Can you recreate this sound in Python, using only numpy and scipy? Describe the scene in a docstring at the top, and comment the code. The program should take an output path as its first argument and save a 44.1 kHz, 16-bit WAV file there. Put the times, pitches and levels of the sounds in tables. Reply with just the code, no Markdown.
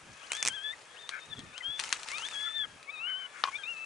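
"""Coyotes yip and howl across an open field, off to the left; more of the pack yaps faintly far behind them.
Each call is a thin fluttering tone, carried mostly by its second harmonic; hoarse yaps are narrow-band noise.
Close by, coloured noise bursts make dry snaps and duller clicks, and clumps of tiny ticks over hiss rustle.
One hard knock rattles with short ringing modes; soft low bumps and a steady hush are filtered noise."""
import sys
import numpy as np
from scipy import signal
from scipy.fft import rfft, irfft
from scipy.io import wavfile
from scipy.ndimage import uniform_filter1d

SR = 44100
rng = np.random.default_rng(int(sys.argv[2]) if len(sys.argv) > 2 else 0)


def waveform_to_disk(signal):
    """Save audio, clipped to [-1, 1], as 16-bit WAV at the path in sys.argv[1]."""
    frames = np.transpose(np.atleast_2d(signal))
    scaled = np.clip(frames, -1, 1) * 32767
    samples = np.round(scaled).astype(np.int16)
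    wavfile.write(sys.argv[1], SR, samples)


N = 169785
TIME_S, FREQ_HZ = np.arange(N) / SR, np.fft.rfftfreq(N, 1 / SR)
NEAR_LIKENESS = .85  # left-right correlation of close sounds


def amp(db):
    """Decibels to gain."""
    return 10 ** (np.asarray(db) / 20)


def unit(x):
    """Scales to rms 1."""
    return x / np.sqrt(np.mean(x ** 2) + 1e-20)


def read(points, hz, axis=1):
    """Reads a table column along log frequency."""
    table = np.transpose(points)
    return np.interp(np.log(hz + 1), np.log(table[0] + 1), table[axis])


def add(mix, start_s, sound):
    """Mixes a sound in at its start time, cut at the end of the mix."""
    part = mix[..., max(round(start_s * SR), 0):][..., :sound.shape[-1]]
    part += sound[..., :part.shape[-1]]


def drift(size, width_hz):
    """Low-passed noise, scaled to rms 1 over N samples, then cut to size."""
    lowpass = np.exp(-(FREQ_HZ / width_hz) ** 2)
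    return unit(irfft(rfft(rng.standard_normal(N)) * lowpass, N))[:size]


def colour(x, points):
    """Causal minimum-phase filter that keeps the power of white noise."""
    gain = amp(read(points, abs(np.fft.fftfreq(4096, 1 / SR))))
    spectrum = np.exp(np.conj(signal.hilbert(np.log(gain))))
    taps = np.fft.ifft(spectrum).real[:len(gain) // 2]
    return signal.oaconvolve(x, taps[None] / np.linalg.norm(taps), axes=1)[:, :x.shape[1]]


def pan(db):
    """Left and right gains of mean 1 for a left-minus-right level."""
    gains = amp([[db / 2], [-db / 2]])
    return gains / gains.mean()


def noise_pair(size, likeness):
    """Two channels of white noise with a given correlation."""
    left, other = rng.standard_normal((2, size))
    c = np.clip(likeness, -1, 1)
    return np.array([left, c * left + np.sqrt(1 - c * c) * other])


def air():
    """Steady hush of the field and microphone: band-shaped noise with a slight level flutter."""
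    # hush spectrum: (frequency [Hz], gain [dB])
    hush_colour = [(15, -50), (25, -23), (327, -9), (468, -2), (1430, -3), (1670, -2), (1950, -5),
                   (2330, -4.5), (4750, -13), (8530, -15), (11000, -19), (14300, -75), (22000, -120)]
    level_db, swell_db, swell_hz, top_hz, pan_db = -56, .4, 21, 11100, 1.5
    gain = amp(read(hush_colour, FREQ_HZ)) / (1 + (FREQ_HZ / top_hz) ** 70)
    hush = irfft(rfft(noise_pair(N, likeness=.7)) * gain, N)
    return amp(level_db + swell_db * drift(N, swell_hz)) * pan(pan_db) * unit(hush)


def bumps():
    """Soft bumps of air or handling: low noise in half-sine swells with an uneven level."""
    # swells: (time [s], length [s], peak level [dB])
    swells = [(0, 0.16, -60.5), (0.418, 0.14, -62), (1.257, 0.29, -54.5), (1.371, 0.031, -51),
              (1.676, 0.042, -51.5), (2.566, 0.27, -66)]
    # bump spectrum: (frequency [Hz], gain [dB])
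    bump_colour = [(20, -21.5), (140, -7), (400, -17), (1000, -64)]
    rest_db, lump_db, lump_hz = -77, 2.1, 30
    level = np.full(N, amp(rest_db))
    for start_s, length_s, db in swells:
        add(level, start_s, amp(db) * np.sin(np.pi * np.arange(0, length_s, 1 / SR) / length_s))
    lumps = amp(lump_db * drift(N, lump_hz))
    return level * lumps * colour(noise_pair(N, likeness=0.77), bump_colour)


def rustle_grains():
    """Random ticks: damped sines at 24 pitches, each tick of random strength."""
    grains_per_s, spread_db, decay_cycles = 4000, 4, 4
    grains = np.zeros((2, N))
    pitches_hz = np.linspace(900, 10500, 24)
    t = TIME_S[:SR // 50]
    for hz in pitches_hz:
        tick = np.sin(2 * np.pi * hz * t) * np.exp(-t * hz / decay_cycles)
        hits = rng.random(N) < grains_per_s / len(pitches_hz) / SR
        train = hits * amp(spread_db * np.minimum(rng.exponential(1, N), 3))
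        source = train * noise_pair(N, NEAR_LIKENESS)
        grains += signal.oaconvolve(source, tick[None] / np.linalg.norm(tick), axes=1)[:, :N]
    return grains


def rustle():
    """Dry rustling: clumped ticks over a soft hiss, following one level curve."""
    # level curve, before lift_db: (time [s], level [dB])
    rustle_curve = [(0,-64.5),(.29,-57.5),(.35,-50),(.5,-55),(.65,-63.5),(1.75,-64.5),(1.81,-45),(1.99,-53),(2.13,-49),(2.35,-51.5),(2.65,-64),(2.85,-71),(3.27,-68.5),(3.42,-56),(3.85,-63.5)]
    # rustle spectrum: (frequency [Hz], gain [dB])
    rustle_colour = [(150, -4.5), (500, 0), (1200, 5.5), (2600, 6), (3600, 0.5), (4500, -0.5), (6500, 2),
                     (9000, -4), (10800, -7.5), (11800, -78)]
    lift_db, pan_db, clump_db, clump_hz = 4, 4, 1.7, 70
    grain_share = .6  # of the power
    grains = unit(colour(rustle_grains(), rustle_colour))
    hiss = colour(noise_pair(N, likeness=0.37), rustle_colour)
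    drive = np.sqrt(grain_share) * grains + np.sqrt(1 - grain_share) * hiss
    curve_db = np.interp(TIME_S, *np.transpose(rustle_curve))
    level = amp(lift_db + curve_db + clump_db * drift(N, clump_hz))
    return pan(pan_db) * level * drive


def crack(db, pan_db, tone, fall_s, tail_db, tail_s):
    """Noise burst with a fast fall and a fainter tail, coloured by what breaks or is struck."""
    t = np.arange(3000) / SR
    envelope = np.exp(-t / fall_s) + amp(tail_db) * np.exp(-t / tail_s)
    burst = colour(noise_pair(len(t), NEAR_LIKENESS) * envelope, tone)
    burst = burst / np.linalg.norm(burst, axis=1, keepdims=True)
    return amp(db) * pan(pan_db) * burst * np.sqrt(fall_s * SR / 2)  # energy of the fast fall


def knock():
    """A small hard object is struck and rattles: cracks plus damped ringing modes."""
    # strikes: (time [s], crack level [dB], ring level [dB])
    strikes = [(3.4386, -9.5, -34.5), (3.453, -35, -29), (3.474, -30.5, -31), (3.484, -44, -29)]
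    # crack spectrum: (frequency [Hz], gain [dB])
    knock_colour = [(100, -36), (600, -10), (1200, 8), (3300, 0.5), (4100, -6), (5600, -6), (6800, -25.5),
                    (9300, -23), (12000, -67)]
    # ringing modes: (frequency [Hz], level [dB], 60 dB decay time [s])
    modes = [(1079, 4.5, 0.038), (2040, -17, 0.071), (2430, -17, 0.13), (3200, -18, 0.058)]
    pan_db, rise_s = 6.0, 0.00045
    out, t = np.zeros((2, N)), np.arange(SR // 5) / SR
    ring = sum(amp(db - 60 * t / t60_s) * np.sin(2 * np.pi * hz * t) for hz, db, t60_s in modes)
    ring = ring * (1 - np.exp(-t / rise_s))
    for start_s, crack_db, ring_db in strikes:
        hit = crack(crack_db, pan_db, knock_colour, fall_s=0.00082, tail_db=-18.5, tail_s=0.011)
        add(out, start_s, hit)
        add(out, start_s, amp(ring_db) * pan(pan_db) * ring)
    return out


def crackles():
    """Close crackling: dry snaps in the centre and duller, slower clicks to the left."""
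    # dry snaps: (time [s], level [dB])
    snaps = [(.319, -14), (0.333, -20), (0.3513, -24), (0.368, -25.5), (0.4275, -11.5), (0.4512, -15),
             (0.46, -15.5), (0.4685, -16.5), (0.4756, -10.5), (0.478, -19.5), (0.4847, -11.5),
             (1.8455, -30.5), (1.892, -27), (2.117, -25), (2.25, -43), (2.287, -26)]
    # snap spectrum: (frequency [Hz], gain [dB])
    snap_colour = [(100, -19), (1200, -6), (1800, -2.5), (2500, 3), (3400, -5.5), (4800, -5.5), (5900, 1),
                   (8700, -2), (10200, -12), (14000, -43)]
    # duller clicks: (time [s], level [dB])
    clicks = [(1.0919, -22), (1.392, -32.5), (1.5793, -29.5), (1.794, -21.5), (1.798, -17.5),
              (1.8381, -23.5), (1.927, -11), (2.032, -28), (2.0865, -25), (2.1826, -25.5), (2.829, -38)]
    # click spectrum: (frequency [Hz], gain [dB])
    click_colour = [(100, -16), (650, -17.5), (1100, 4.5), (3300, 5), (4150, 7), (5100, 0.5), (8800, -2),
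                    (10200, -10.5), (12000, -36)]
    out = np.zeros((2, N))
    for start_s, db in snaps:
        add(out, start_s, crack(db, 0, snap_colour, fall_s=0.00047, tail_db=-16.5, tail_s=0.0062))
    for start_s, db in clicks:
        add(out, start_s, crack(db, 6, click_colour, fall_s=0.00086, tail_db=-14.5, tail_s=0.013))
    return out


def far_pack():
    """Rest of the pack: faint two-harmonic calls at random times, pitch and level arching together."""
    calls_per_s, level_db, call_s = 8.3, -64, 0.28
    centre_hz, log_spread, pitch_arch = 1462, 0.27, 0.13
    flutter, flutter_hz = 0.01284, 43.0
    out = np.zeros(N)
    draws = rng.uniform(-0.92, 1, (int(calls_per_s * N / SR), 3))
    for k, (when, high, long) in enumerate(draws):
        u = np.linspace(0, 1, int(SR * call_s * (1 + .5 * long)))
        arch = np.sin(np.pi * u)
        bend = 1 + pitch_arch * (arch - 1) + flutter * drift(len(u), flutter_hz)
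        hz = centre_hz * np.exp(log_spread * high) * bend
        phase = 2 * np.pi * np.cumsum(hz) / SR
        call = arch * (np.sin(phase) + amp(-3) * np.sin(2 * phase))
        add(out, (k + when - 1) / calls_per_s, call)
    return amp(level_db) * unit(out)


def rasp(start_s, length_s, db, hz, width_hz):
    """Hoarse yap: chaotic voice as noise in one or two falling narrow bands under a half-sine."""
    sag = 0.0746  # fractional pitch fall
    upper_ratio, upper_db, upper_top_hz = 1.45, -3.5, 2700
    u = np.arange(0, length_s, 1 / SR) / length_s
    phase = 2 * np.pi * np.cumsum(hz * (1 - sag * (u - .5))) / SR

    def band(p):
        return drift(len(u), width_hz) * np.cos(p) + drift(len(u), width_hz) * np.sin(p)

    lower = band(phase)
    upper = band(upper_ratio * phase) * (upper_ratio * hz < upper_top_hz)  # silent for high yaps
    return start_s, amp(db) * unit(lower + amp(upper_db) * upper) * np.sin(np.pi * u)


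def howl(curve, first_db):
    """One call: three harmonics with flutter; the third sounds only near a throat resonance."""
    third_db, throat_hz, throat_width_hz = -4, 3660, 150
    edge_s, jitter, shimmer_db, flutter_hz = .006, .004, 1, 70
    s, pitch_hz, db = np.transpose(curve)
    t = np.arange(s[0], s[-1], 1 / SR)
    glide_hz = uniform_filter1d(np.interp(t, s, pitch_hz), size=500, mode="nearest")
    hz = glide_hz * (1 + jitter * drift(len(t), flutter_hz))
    phase = 2 * np.pi * np.cumsum(hz) / SR
    third = amp(third_db) / (1 + ((3 * hz - throat_hz) / throat_width_hz) ** 4)
    voice = amp(first_db) * np.sin(phase) + np.sin(2 * phase) + third * np.sin(3 * phase)
    edges = np.clip(np.minimum(t - s[0], s[-1] - t) / edge_s, 0, 1)
    level = amp(np.interp(t, s, db) + shimmer_db * drift(len(t), flutter_hz))
    return s[0], voice * edges * level


def near_voices():
    """Howls, yips and hoarse yaps of the nearer coyotes, in mono."""
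    # call curves: (time [s], pitch [Hz], second harmonic before shimmer [dB])
    far_yip = [(.205,1090,-63),(.235,1370,-49.5),(.26,1690,-55)]
    wavering_howl = [(.3,1430,-44.5),(.385,1792,-39.5),(.43,1730,-40.5),(.47,1750,-45),(.517,1530,-40),(.555,1730,-39.5),(.575,1575,-37.5),(.62,1610,-45.5),(.648,1710,-36),(.68,1711,-35.5),(.712,1774,-35.5),(.745,1920,-68)]
    faint_howl = [(.96,1195,-50),(.997,1847,-50.5),(1.055,1770,-49.5),(1.11,2000,-65),(1.19,1880,-63),(1.225,1800,-49),(1.28,1930,-65.5),(1.335,1715,-35),(1.355,1710,-67)]
    short_yip = [(1.525, 1072, -57), (1.587, 1620, -40.5), (1.597, 1650, -70)]
    rising_howl = [(1.62,1516,-51),(1.655,1597,-32.5),(1.735,1720,-37),(1.79,1742,-43),(1.83,1830,-62)]
    long_howl = [(2.1,973,-43.5),(2.14,1165,-37.5),(2.225,1430,-44),(2.255,1710,-34),(2.3,1870,-53.5),(2.35,1656,-36.5),(2.48,1740,-33.5),(2.52,1760,-42.5),(2.565,1792,-32),(2.63,1691,-32),(2.655,1554,-34)]
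    climbing_howl = [(2.865,1061,-55),(2.898,1149,-35.5),(2.915,1282,-52.5),(2.94,1301,-40.5),(2.975,1220,-45.5),(3.05,1416,-33),(3.087,1530,-33),(3.15,1505,-34),(3.195,1555,-40.5),(3.268,1485,-39.5)]
    quick_yip = [(3.52, 1063, -48.5), (3.558, 1177, -31), (3.586, 1250, -55)]
    voice_break = [(3.581, 1670, -44.5), (3.633, 1557, -52), (3.638, 1600, -66)]
    last_howl = [(3.633,1223,-31),(3.648,1200,-43),(3.695,1414,-32.5),(3.755,1303,-44),(3.85,1330,-36.5)]
    # hoarse yaps: (time [s], length [s], level before the half-sine [dB], pitch [Hz], noise width [Hz])
    rasps = [(.725, 0.022, -44, 1953, 139), (1.105, 0.1, -40.5, 1550, 220),
             (1.354, 0.066, -49.5, 3390, 180), (1.604, 0.026, -41.5, 1990, 99),
             (2.444, 0.078, -45.5, 1360, 69.5), (2.626, 0.041, -46, 1377, 220),
             (3.055, 0.085, -46.5, 1480, 250), (3.17, 0.12, -50.5, 1530, 201),
             (3.326, 0.11, -48.5, 1530, 400)]
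    # (curve, fundamental relative to second harmonic [dB])
    chorus = [(far_yip, -5), (wavering_howl, -6), (faint_howl, -10), (short_yip, -13),
              (rising_howl, -20), (long_howl, -10.5), (climbing_howl, -13.5), (quick_yip, -23),
              (voice_break, 0), (last_howl, -19)]
    voices = np.zeros(N)
    for curve, first_db in chorus:
        add(voices, *howl(curve, first_db))
    for row in rasps:
        add(voices, *rasp(*row))
    return voices


def coyotes():
    """All voices placed left by level and phase, with the field's echo as decaying noise."""
    # direction: (frequency [Hz], left minus right [dB], left lead [rad])
    bearing = [(1000, 11.5, -1.24), (3530, 10.5, -0.66)]
    echo_db, echo_t60_s = -47, 0.56  # echo_db applies to the near voices only
    voices, pack = near_voices(), far_pack()
    right = amp(-read(bearing, FREQ_HZ)) * np.exp(-1j * read(bearing, FREQ_HZ, axis=2))
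    sides = np.array([np.ones(len(FREQ_HZ)), right]) * 2 / abs(1 + right)  # mono sum stays level
    direct = irfft(rfft(voices + pack) * sides, N)
    t = np.arange(SR) / SR
    tail = noise_pair(SR, likeness=0.17) * amp(-60 * t / echo_t60_s)
    tail = tail / np.linalg.norm(tail[0])
    echo = signal.fftconvolve((amp(echo_db) * voices + pack)[None], tail, axes=1)[:, :N]
    return direct + pan(db=39) * echo


def scene():
    """Everything in the field, left and right."""
    return coyotes() + crackles() + knock() + rustle() + bumps() + air()


def record(dry):
    """The recorder's band limit: a linear-phase low-pass."""
    taps = signal.firwin(255, 12700, window=("kaiser", 8), fs=SR)  # cutoff in Hz
    return signal.oaconvolve(dry, taps[None], "same")


dry = scene()
out = record(dry)
waveform_to_disk(out)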